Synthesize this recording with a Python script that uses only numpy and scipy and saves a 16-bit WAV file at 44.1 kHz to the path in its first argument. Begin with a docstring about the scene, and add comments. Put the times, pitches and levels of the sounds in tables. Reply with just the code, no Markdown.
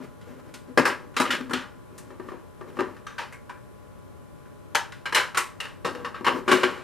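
"""A faint steady hum, a brief slide and a soft nudge open the scene; then plastic make-up containers are
picked up, knocked together and set down on a table in a small, bare room, close to the microphone pair.
Each contact is a short dense clack of shaped noise bands plus decaying sines: the container's clearer ring
and, as weight reaches the table, its boom. Slides are noise with uneven catches, also fed to table resonators.
The room tone is coloured noise with a few sine hum lines."""
import sys
import numpy as np
from scipy import signal
from scipy.io import wavfile
from scipy.ndimage import map_coordinates

SR = 44100
rng = np.random.default_rng(int(sys.argv[2]) if len(sys.argv) > 2 else 0)


def wav_out(sig):
    """Save sig, one row per channel (or a flat mono array), as 16-bit PCM at SR to the path in sys.argv[1]."""
    wavfile.write(sys.argv[1], SR, np.round(np.clip(np.atleast_2d(sig).T, -1, 1) * 32767).astype(np.int16))


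N = 301203
TIME = np.arange(N) / SR
RING_SAMPLES, ATTACK_SAMPLES = 20000, 970
AGE = TIME[:RING_SAMPLES]   # seconds since a contact
BAND_EDGES_HZ = np.geomspace(22, 16500, 25)
BANDS_HZ = np.sqrt(BAND_EDGES_HZ[1:] * BAND_EDGES_HZ[:-1])


def from_db(db):
    """Decibels to gain."""
    return 10 ** (np.asarray(db) / 20)


def at_hz(points, hz, axis=1):
    """Read one column of a table along log frequency."""
    points = np.array(points)
    return np.interp(np.log(hz), np.log(points[:, 0]), points[:, axis])


def pan(db):
    """Left and right gains for a level difference."""
    return from_db([[db / 2], [-db / 2]])


def noise_bands(image):
    """Stereo noise in narrow bands, each of rms 1: bands x channels x N."""
    white = rng.standard_normal((2, 2, N))
    bands = []
    for k, hz in enumerate(BANDS_HZ):
        band_pass = signal.butter(2, BAND_EDGES_HZ[k:k + 2], "band", fs=SR, output="sos")
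        mid, side = signal.sosfilt(band_pass, white[k % 2])
        alike = np.clip(at_hz(image, hz), -.99, .99)
        pair = np.sqrt(1 + alike) * mid + np.sqrt(1 - alike) * side * [[1], [-1]]
        pair = pair * pan(at_hz(image, hz, axis=2))
        bands.append(pair / pair.std())
    return np.array(bands, dtype=np.float32)


def coloured(bands, spectrum):
    """Sum noise bands to a spectrum given per Hz; rms about 1."""
    gains = from_db(at_hz(spectrum, BANDS_HZ)) * np.sqrt(BANDS_HZ)   # bands widen with frequency
    gains = gains / np.linalg.norm(gains)
    return np.einsum("b,bcn->cn", gains.astype(np.float32), bands)


# colour of the room tone: f/Hz, relative level/dB per Hz
ROOM_TONE = [(15, -57), (25, -25), (46, -11), (107, 0.5), (267, -6.5), (349, -10.5), (378, -9), (469, -7),
             (762, -23.5), (1020, -19), (1620, -25), (2060, -30), (5010, -40), (13900, -37), (15500, -71)]
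# steady hum lines: f/Hz, level/dB before the common hum trim
HUM = [(96.9, -70.5), (597.5, -62), (834.4, -65), (1012, -61.5), (1130, -65.5), (1427, -68.5)]
# room tone at the microphones: f/Hz, left-right likeness (held within +-0.99), L-R level/dB
TONE_IMAGE = [(40, -2.6, 30), (84, -0.52, 3.5), (192, -0.82, 1.5), (430, -0.45, 2.5), (1210, 0.17, 0.5),
              (4000, 0.45, 1.5), (12000, -0.06, 0)]


def room_tone(air_db=-45.0, hum_trim_db=-2.0):
    """Steady rumble and hiss from coloured noise, with a few faint sine hum lines."""
    air = from_db(air_db) * coloured(noise_bands(TONE_IMAGE), ROOM_TONE)
    hum = np.zeros(N)
    for hz, db in HUM:
        line = np.sin(2 * np.pi * (hz * TIME + rng.random()))
        hum += from_db(db + hum_trim_db) * np.sqrt(2) * line   # root 2: rms 1
    return air + hum * pan(4.4)


# things are pushed across the table: t/s, length/s, rub level/dB, pressure on the table/dB re the rub
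SLIDES = [(0.0, 0.038, -39, -7), (0.25, 0.22, -46.5, -5.5), (0.665, 0.034, -51.5, 13),
          (0.977, 0.035, -49, 11), (1.255, 0.14, -35, 0.5), (1.57, 0.17, -56, 0), (1.892, 0.25, -51, 6),
          (2.21, 0.12, -43.5, -6), (2.657, 0.26, -43.5, 0), (5.623, 0.065, -51, -6), (5.894, 0.5, -44, 4.5),
          (6.29, 0.3, -39, 5), (6.497, 0.19, -41, 11)]


def pushing(attack_s=0.027, release_s=0.069):
    """Each push gathers speed, holds, then dies away: how strongly it rubs, and drives the table."""
    rubbing, pressing = np.zeros((2, N))
    for s, length, db, pressure_db in SLIDES:
        attack = np.clip((TIME - s) / attack_s, 0, 1)
        release = np.exp(-np.clip((TIME - s - length) / release_s, 0, 20))
        rubbing += from_db(db) * attack * release
        pressing += from_db(db + pressure_db) * attack * release
    return rubbing, pressing


# colour of the sliding: f/Hz, relative level/dB per Hz
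RUB = [(30, -55), (100, -23), (180, -5), (260, -2.5), (380, -6), (520, -4), (700, -12), (1200, -12),
       (2000, -17.5), (4000, -28.5), (12000, -38)]


def sliding(bands, rough_db=4.0, catches_per_s=45, rub_db=-5.5):
    """Things slide in small uneven catches, which set the table humming."""
    knots = np.cumsum(rng.exponential(1 / catches_per_s, size=900))
    catches = np.interp(TIME, knots, rng.standard_normal(len(knots)))
    rubbing, pressing = pushing()
    rub = from_db(rub_db + rough_db * catches) * coloured(bands, RUB)
    return rub * rubbing + table_hum(rub * pressing)


# table top: f/Hz, relative level/dB, t60/s (t60 is for blows; sliding uses one resonator width)
TABLE_MODES = [(186.7, -12.5, 0.34), (256.6, 0, 0.23), (286.2, -6, 0.12), (338, -9.5, 0.23),
               (367.5, -2.5, 0.22), (434, -17.5, 0.3), (486, -6, 0.1), (578, -15, 0.29)]


def table_hum(drive, table_db=2.0, width_hz=16):
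    """Rubbing excites the table's modes, favouring those strong under the container in hand."""
    starts, favoured_hz, _ = zip(*IN_HAND)
    held = np.searchsorted(starts[1:], TIME)
    out = np.zeros((2, N))
    for hz, db, _ in TABLE_MODES:
        push = drive * from_db(db + table_db) * favour(hz, np.array(favoured_hz))[held]
        out += signal.lfilter(*signal.iirpeak(hz, hz / width_hz, fs=SR), push)
    return out


def favour(hz, favoured_hz, favour_db=11.0, favour_octaves=0.11):
    """Gain of a table mode: the one with an antinode under the container is driven hardest."""
    return from_db(favour_db * np.exp(-(np.log2(hz / favoured_hz) / favour_octaves) ** 2))


def table_boom(force, favoured_hz, table_db=-6.5, swell_s=0.0019):
    """The table's modes swell over a few milliseconds; every blow pushes the top the same way."""
    out = np.zeros((2, RING_SAMPLES))
    for hz, db, t60 in TABLE_MODES:
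        gain = from_db(at_hz(force, hz) + db + table_db) * favour(hz, favoured_hz)
        out += gain * mode(hz, t60, swell_s, start_turns=0)
    return out


# soft nudges of things that stay on the table: t/s, clack level/dB, weight on the table/dB re the clack
NUDGES = [(0.002, -54.5, 6), (0.363, -56, 2), (1.405, -38.5, -1.5), (2.104, -46, 1), (2.197, -43, 5),
          (2.286, -40.5, -1), (2.318, -43, 4.5), (2.61, -42.5, 2.5), (2.769, -40.5, -1), (2.867, -46, 7.5),
          (5.998, -48.5, 8), (6.208, -48, 9.5), (6.288, -31.5, 2.5), (6.775, -44, -1)]


def nudges():
    """Dull soft contacts: all share one snap, tick, spot ring and clack decay."""
    snap_db, tick_db, ring_hz, t60_s = -13, -26, 1175, 0.048
    return [(s, db, weight, snap_db, tick_db, ring_hz, t60_s) for s, db, weight in NUDGES]


# containers click together in the hand, clear of the table:
# t/s, clack level/dB, snap/dB and tick/dB re the clack, spot ring f/Hz, clack t60/s
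CLICKS = [(0.211, -58.5, 5.5, -8, 1017, 0.15), (1.141, -47, -8, -21, 1460, .1),
          (1.979, -50, 0.5, 4, 970, .076), (2.965, -49, -7, -20, 1443, 0.075),
          (3.067, -37, -4, -19, 1270, 0.039), (3.181, -29, -3.5, -21.5, 1530, .27),
          (3.324, -42, -10, -12.5, 2050, 0.16), (3.494, -37.5, -9.5, -23, 964, 0.083),
          (4.453, -56, -10, -20, 1090, .1), (4.748, -18.5, -1, -13, 930, 0.12),
          (4.921, -43, 3, -14, 1090, 0.045), (5.056, -26, -7.5, -22.5, 1594, .1),
          (5.124, -22.5, -12.5, -22, 1644, 0.072), (5.1466, -20, 0.5, -7, 1790, 0.11),
          (5.158, -14.5, -6.5, -22, 1700, 0.27), (5.346, -30, -2.5, -17.5, 1350, 0.13),
          (5.372, -20, -2, -7.5, 1430, .11), (5.602, -30.5, -1, -13.5, 2820, 0.043),
          (5.653, -37.5, -5.5, -21, 1800, 0.04)]


def clicks(weight_db=-14):
    """Containers click together in the hand, which passes little weight to the table."""
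    return [(s, db, weight_db, snap, tick, hz, t60) for s, db, snap, tick, hz, t60 in CLICKS]


# a container meets the table: t/s, clack level/dB, then re the clack: weight on the table/dB,
# shell's snap/dB, edge's tick/dB; spot ring f/Hz, clack t60/s
KNOCKS = [(0.539, -47, -3.5, 6.5, -0.5, 1490, 0.077), (0.7742, -15.5, 2, -9, -20, 1626, 0.095),
          (0.8525, -16, -10.5, -10.5, -19.5, 1550, .18), (0.899, -31, 1, -1, -30, 1680, 0.12),
          (1.1651, -22, -10.5, 0, -14, 1373, .08), (1.199, -18, -4, -6, -14, 1230, .12),
          (1.252, -27.5, -6, -4, -33, 1200, 0.23), (1.3047, -22, -22, 0, -16, 1840, .19),
          (1.495, -38.5, -4, -11, -17, 1190, .082), (1.508, -27, -8.5, -22, -22, 1405, 0.066),
          (1.533, -25.5, -4.5, 1.5, -14.5, 1280, 0.051), (1.614, -36.5, -18, -13, -32, 1600, .11),
          (2.789, -25, 0.5, -11, -28.5, 1210, 0.18), (5.8464, -27.5, 3, -5.5, -16.5, 1850, 0.23),
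          (5.949, -40, 1, -5, -20, 1290, 0.057), (6.046, -30, -7.5, -8.5, -23, 1096, 0.15),
          (6.143, -36, -12, -9, -31, 1290, 0.21), (6.245, -25, -17, -8, -20.5, 1130, .24),
          (6.265, -17, -6.5, -7, -26, 1100, 0.15), (6.478, -22.5, -1.5, -4, -18.5, 1170, 0.89),
          (6.5148, -20.5, 3, 3, -11, 1610, 0.098), (6.526, -29.5, 4.5, -4, -12, 1530, 0.081),
          (6.632, -21, -0.5, -0.5, -20.5, 1520, 0.074)]


def knocks():
    """Containers strike the table, each with its own weight, snap and tick."""
    return list(KNOCKS)


# where thump, knock, clack, snap and tick lie: f/Hz
REGISTERS_HZ = [250, 440, 1330, 3300, 8000]


def blow_force(db, weight, snap, tick, favoured_hz, thump_db=-8.5, thump_per_weight=1.77):
    """Spectrum of a blow, (f/Hz, level/dB): heavy ones thump, most on a deep-sounding spot of the table."""
    # weight sets the knock and, more steeply, the thump below it
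    deep_db = 20 * np.log10(favour(REGISTERS_HZ[0], favoured_hz))
    thump = thump_db + thump_per_weight * weight + deep_db
    return np.column_stack([REGISTERS_HZ, db + np.array([thump, weight, 0, snap, tick])])


def dying(t60):
    """A decay of 60 dB in t60 seconds."""
    return np.exp(-np.log(1000) / t60 * AGE)


def swelling(seconds):
    """A rise from 0 to 1 with this time constant."""
    return 1 - np.exp(-AGE / seconds)


def unit_attack(x):
    """Scale a stereo ring to rms 1 over its first moments."""
    return x / np.sqrt(np.mean(x[..., :ATTACK_SAMPLES] ** 2, axis=(-2, -1), keepdims=True))


def rebounds(t60, gap_s=0.018, sting_s=0.00069, spread_db=-12.0, weaker_db=-6.5, count=5):
    """A light container never lands flat: after the first sting its edges touch again at uneven gaps."""
    out = np.exp(-AGE / sting_s)
    touches = np.cumsum(rng.exponential(gap_s, count))
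    for s, size in zip(touches, rng.standard_normal(count)):
        # later touches tend to be weaker, with random spread
        gain = from_db(weaker_db + spread_db * min(size, 1) - 60 * s / t60)
        out += gain * (AGE >= s) * np.exp(-np.abs(AGE - s) / sting_s)
    return out


def clack(bands, levels_db, t60, room_tail, rise_s=0.0013, low_rise_cycles=0.069,
          rebound_db=-1.5, chatter_db=0.15, chatter_s=0.00564):
    """Dense shell modes as fast-dying noise with rebounds, over the room's tail; lows rise more slowly."""
    start = rng.integers(N - RING_SAMPLES)
    shape = dying(t60) + from_db(rebound_db) * rebounds(t60) + room_tail
    # uneven echoes make the decay lumpy
    lumps = map_coordinates(rng.standard_normal(size=400), [AGE / chatter_s], order=1)
    shape *= from_db(chatter_db * lumps)
    rise = rise_s + low_rise_cycles / np.maximum(BANDS_HZ, REGISTERS_HZ[0])[:, None]
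    shape[:, :ATTACK_SAMPLES] *= 1 - np.exp(-AGE[:ATTACK_SAMPLES] / rise)
    noise = bands[:, :, start:start + RING_SAMPLES]
    rings = unit_attack(noise * shape[:, None].astype(np.float32))
    return np.einsum("b,bcn->cn", from_db(levels_db).astype(np.float32), rings)


def hollow(shell, modes, hollow_db=7.0, sharpness=15.5):
    """The clack gathers in humps around the container's main modes."""
    out = shell
    for hz, db in modes:
        hump = signal.lfilter(*signal.iirpeak(hz, sharpness, fs=SR), shell)
        out = out + from_db(db + hollow_db) * hump
    return out


# contacts at the microphones: f/Hz, left-right likeness (held within +-0.99), L-R level/dB
KNOCK_IMAGE = [(120, 1, 3), (276, 0.82, 9), (600, 0.8, 5), (1190, 0.83, 2), (2600, 0.99, .3),
               (5000, 0.93, 1), (8500, 0.33, 2), (12800, 0.027, 1.5)]


def mode(hz, t60, rise_s, start_turns):
    """One decaying sine as the two microphones get it."""
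    wave = np.sin(2 * np.pi * (hz * AGE + start_turns)) * dying(t60) * swelling(rise_s)
    return unit_attack(wave * pan(at_hz(KNOCK_IMAGE, hz, axis=2)))


def container_ring(force, modes, ring_hz, ring_db=-9.5, ring_t60=0.054, modes_db=-4.0, modes_t60=0.18,
                   damping_slope=0.039):
    """The container's own modes, higher ones dying sooner, and one that depends on the spot struck."""
    spot_gain = from_db(at_hz(force, ring_hz) + ring_db)
    out = spot_gain * mode(ring_hz, ring_t60, rise_s=0.00028, start_turns=rng.random())
    for hz, db in modes:
        t60 = modes_t60 * (REGISTERS_HZ[2] / hz) ** damping_slope
        gain = from_db(at_hz(force, hz) + db + modes_db)
        out += gain * mode(hz, t60, rise_s=0.0023, start_turns=rng.random())
    return out


def add(out, s, sound):
    """Mix a sound in at a time."""
    start = max(round(s * SR), 0)
    out[:, start:start + RING_SAMPLES] += sound[:, :N - start]


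# shell modes of each container: f/Hz, relative level/dB
JAR = [(1012, -24), (1152, -16), (1647, -5.5), (1824, -13), (2007, -15), (2094, -11.5), (2557, -15),
       (4516, -12), (5184, -10)]
PALETTE = [(968, -14.5), (1108, -16), (1211, -12), (1421, -23), (2099, -21), (2546, -23), (2863, -27),
           (3935, -14.5), (5496, -29)]
COMPACT = [(1453, -9), (1658, -15), (1824, -13.5), (1921, -22), (2438, -22), (2987, -14), (3423, -10),
           (4317, -17), (7865, -38)]
BOTTLE = [(974, -14), (1173, -8), (1577, -20), (1803, -7.5), (2325, -30), (2734, -16), (4064, -15),
          (4543, -34), (5943, -30)]
LIPSTICK = [(840, -3), (936, -4), (1308, -13), (1571, -13), (1684, -11), (1824, -15), (4581, -11)]
CASE = [(600, -25), (800, -4.5), (925, -3.5), (1351, -9), (1550, -8), (1706, -6), (2260, -17), (3003, -11),
        (3235, -12.5), (6217, -8.5)]
BOX = [(904, -23), (1012, -16), (1582, -15), (1695, -23), (2255, -8.5), (2976, -5), (4080, -7), (4371, -32),
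       (5243, -14)]
LID = [(1108, -5), (1335, -9), (1491, -14), (1986, -15), (2217, -17), (2573, -30), (3870, -25), (5991, -30),
       (8327, -17)]
CAP = [(1162, -37), (1308, -14), (1593, -14), (1862, -9), (2697, -9), (2863, -5), (3676, -13), (4462, -17),
       (9302, -17)]
POT = [(1125, -2.5), (1297, -10), (1598, -8.5), (1824, -8), (2713, -19), (2810, -7), (3692, -8.5),
       (4419, -10), (5227, -10)]
TUB = [(952, -4.5), (1130, -3.5), (1577, -12), (1771, -12), (2131, -10), (2815, -11), (3025, -9),
       (4268, -13), (5178, -19)]
FLASK = [(1125, -3), (1431, -9), (1571, -7.5), (1803, -15), (2266, -8), (2906, -9.5), (4064, -20),
         (4220, -29), (7611, -28)]
PENCIL = [(1162, -7), (1324, -12), (1598, -5.5), (3692, -11), (6050, -3)]
BRUSH = [(1652, -12), (2007, -3), (2169, 2), (2481, -10)]
TUBE = [(834, -4), (1001, 0), (1361, -21), (1491, -4), (1706, -13), (2352, -7)]
STICK = [(1033, -10), (1448, -4), (1954, -13.5), (3434, -22), (3563, -32)]
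# what is in hand: from t/s, table resonance favoured where it lands f/Hz, container's modes
IN_HAND = [(0, 258, STICK), (.7, 516, JAR), (1.05, 267, PALETTE), (1.28, 254, COMPACT), (1.85, 352, BOTTLE),
           (3.02, 302, PENCIL), (3.13, 304, LIPSTICK), (3.27, 300, BRUSH), (3.42, 300, TUBE),
           (4.5, 554, CASE), (4.86, 318, STICK), (5.0, 310, BOX), (5.3, 362, LID), (5.55, 303, CAP),
           (5.78, 503, POT), (6.18, 340, TUB), (6.4, 367, FLASK)]
# colour common to all contacts: f/Hz, relative level/dB per band
CONTACT_COLOUR = [(60, -44), (100, -7), (160, -17), (250, -3), (450, -3.5), (700, -6), (1050, -4.5),
                  (1600, -6), (2600, -4.5), (4200, -6), (6500, -3), (10000, 3), (14000, -23)]
# room decay: f/Hz, t60/s
ROOM_T60 = [(150, 0.35), (400, 0.31), (1100, 0.39), (2800, 0.31), (7300, .3), (14000, 0.27)]


def contacts(bands, room_db=-7.5, shell_db=-4.0):
    """Every contact: clack, the container's ring, and the table's boom."""
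    out = np.zeros((2, N))
    room_tail = from_db(room_db) * swelling(0.022) * dying(at_hz(ROOM_T60, BANDS_HZ)[:, None])
    colour_db = shell_db + at_hz(CONTACT_COLOUR, BANDS_HZ)
    for s, db, weight, snap, tick, ring_hz, t60 in nudges() + clicks() + knocks():
        held = sum(s >= row[0] for row in IN_HAND[1:])
        _, favoured_hz, modes = IN_HAND[held]
        force = blow_force(db, weight, snap, tick, favoured_hz)
        shell = clack(bands, at_hz(force, BANDS_HZ) + colour_db, max(t60, .01), room_tail)
        ring = container_ring(force, modes, ring_hz)
        add(out, s, hollow(shell, modes) + ring + table_boom(force, favoured_hz))
    return out


# standing waves and a cancellation between table, walls and microphone: f/Hz, width/Hz, level/dB
NOOK = [(698, 94, -21), (1006, 21, 2.5), (1055, 13.3, -2), (1490, 25, -4.5), (1596, 15, 3.5),
        (1590, 8, 1.5), (1850, 19, -1), (2080, 150, 0), (2246, 110, -5), (3170, 54, 4), (3220, 880, -3.5),
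        (4050, 360, -2)]


def nook(x):
    """Near surfaces lift some narrow bands and cancel others."""
    for hz, width, db in NOOK:
        b, a = signal.iirpeak(hz, hz / width, fs=SR)
        x = x + (from_db(db) - 1) * signal.lfilter(b, a, x)
    return x


def scene(bass_cut_hz=155):
    """Sliding and contacts on the table, over the room tone."""
    bands = noise_bands(KNOCK_IMAGE)
    things = nook(sliding(bands) + contacts(bands))
    # such small things radiate no deep bass
    bass_cut = signal.butter(4, bass_cut_hz, "high", fs=SR, output="sos")
    return room_tone() + signal.sosfilt(bass_cut, things)


def record(dry, cutoff_hz=15400):
    """The top is cut steeply."""
    return signal.sosfilt(signal.ellip(10, .1, 90, cutoff_hz, fs=SR, output="sos"), dry)


dry = scene()
out = record(dry)
wav_out(out)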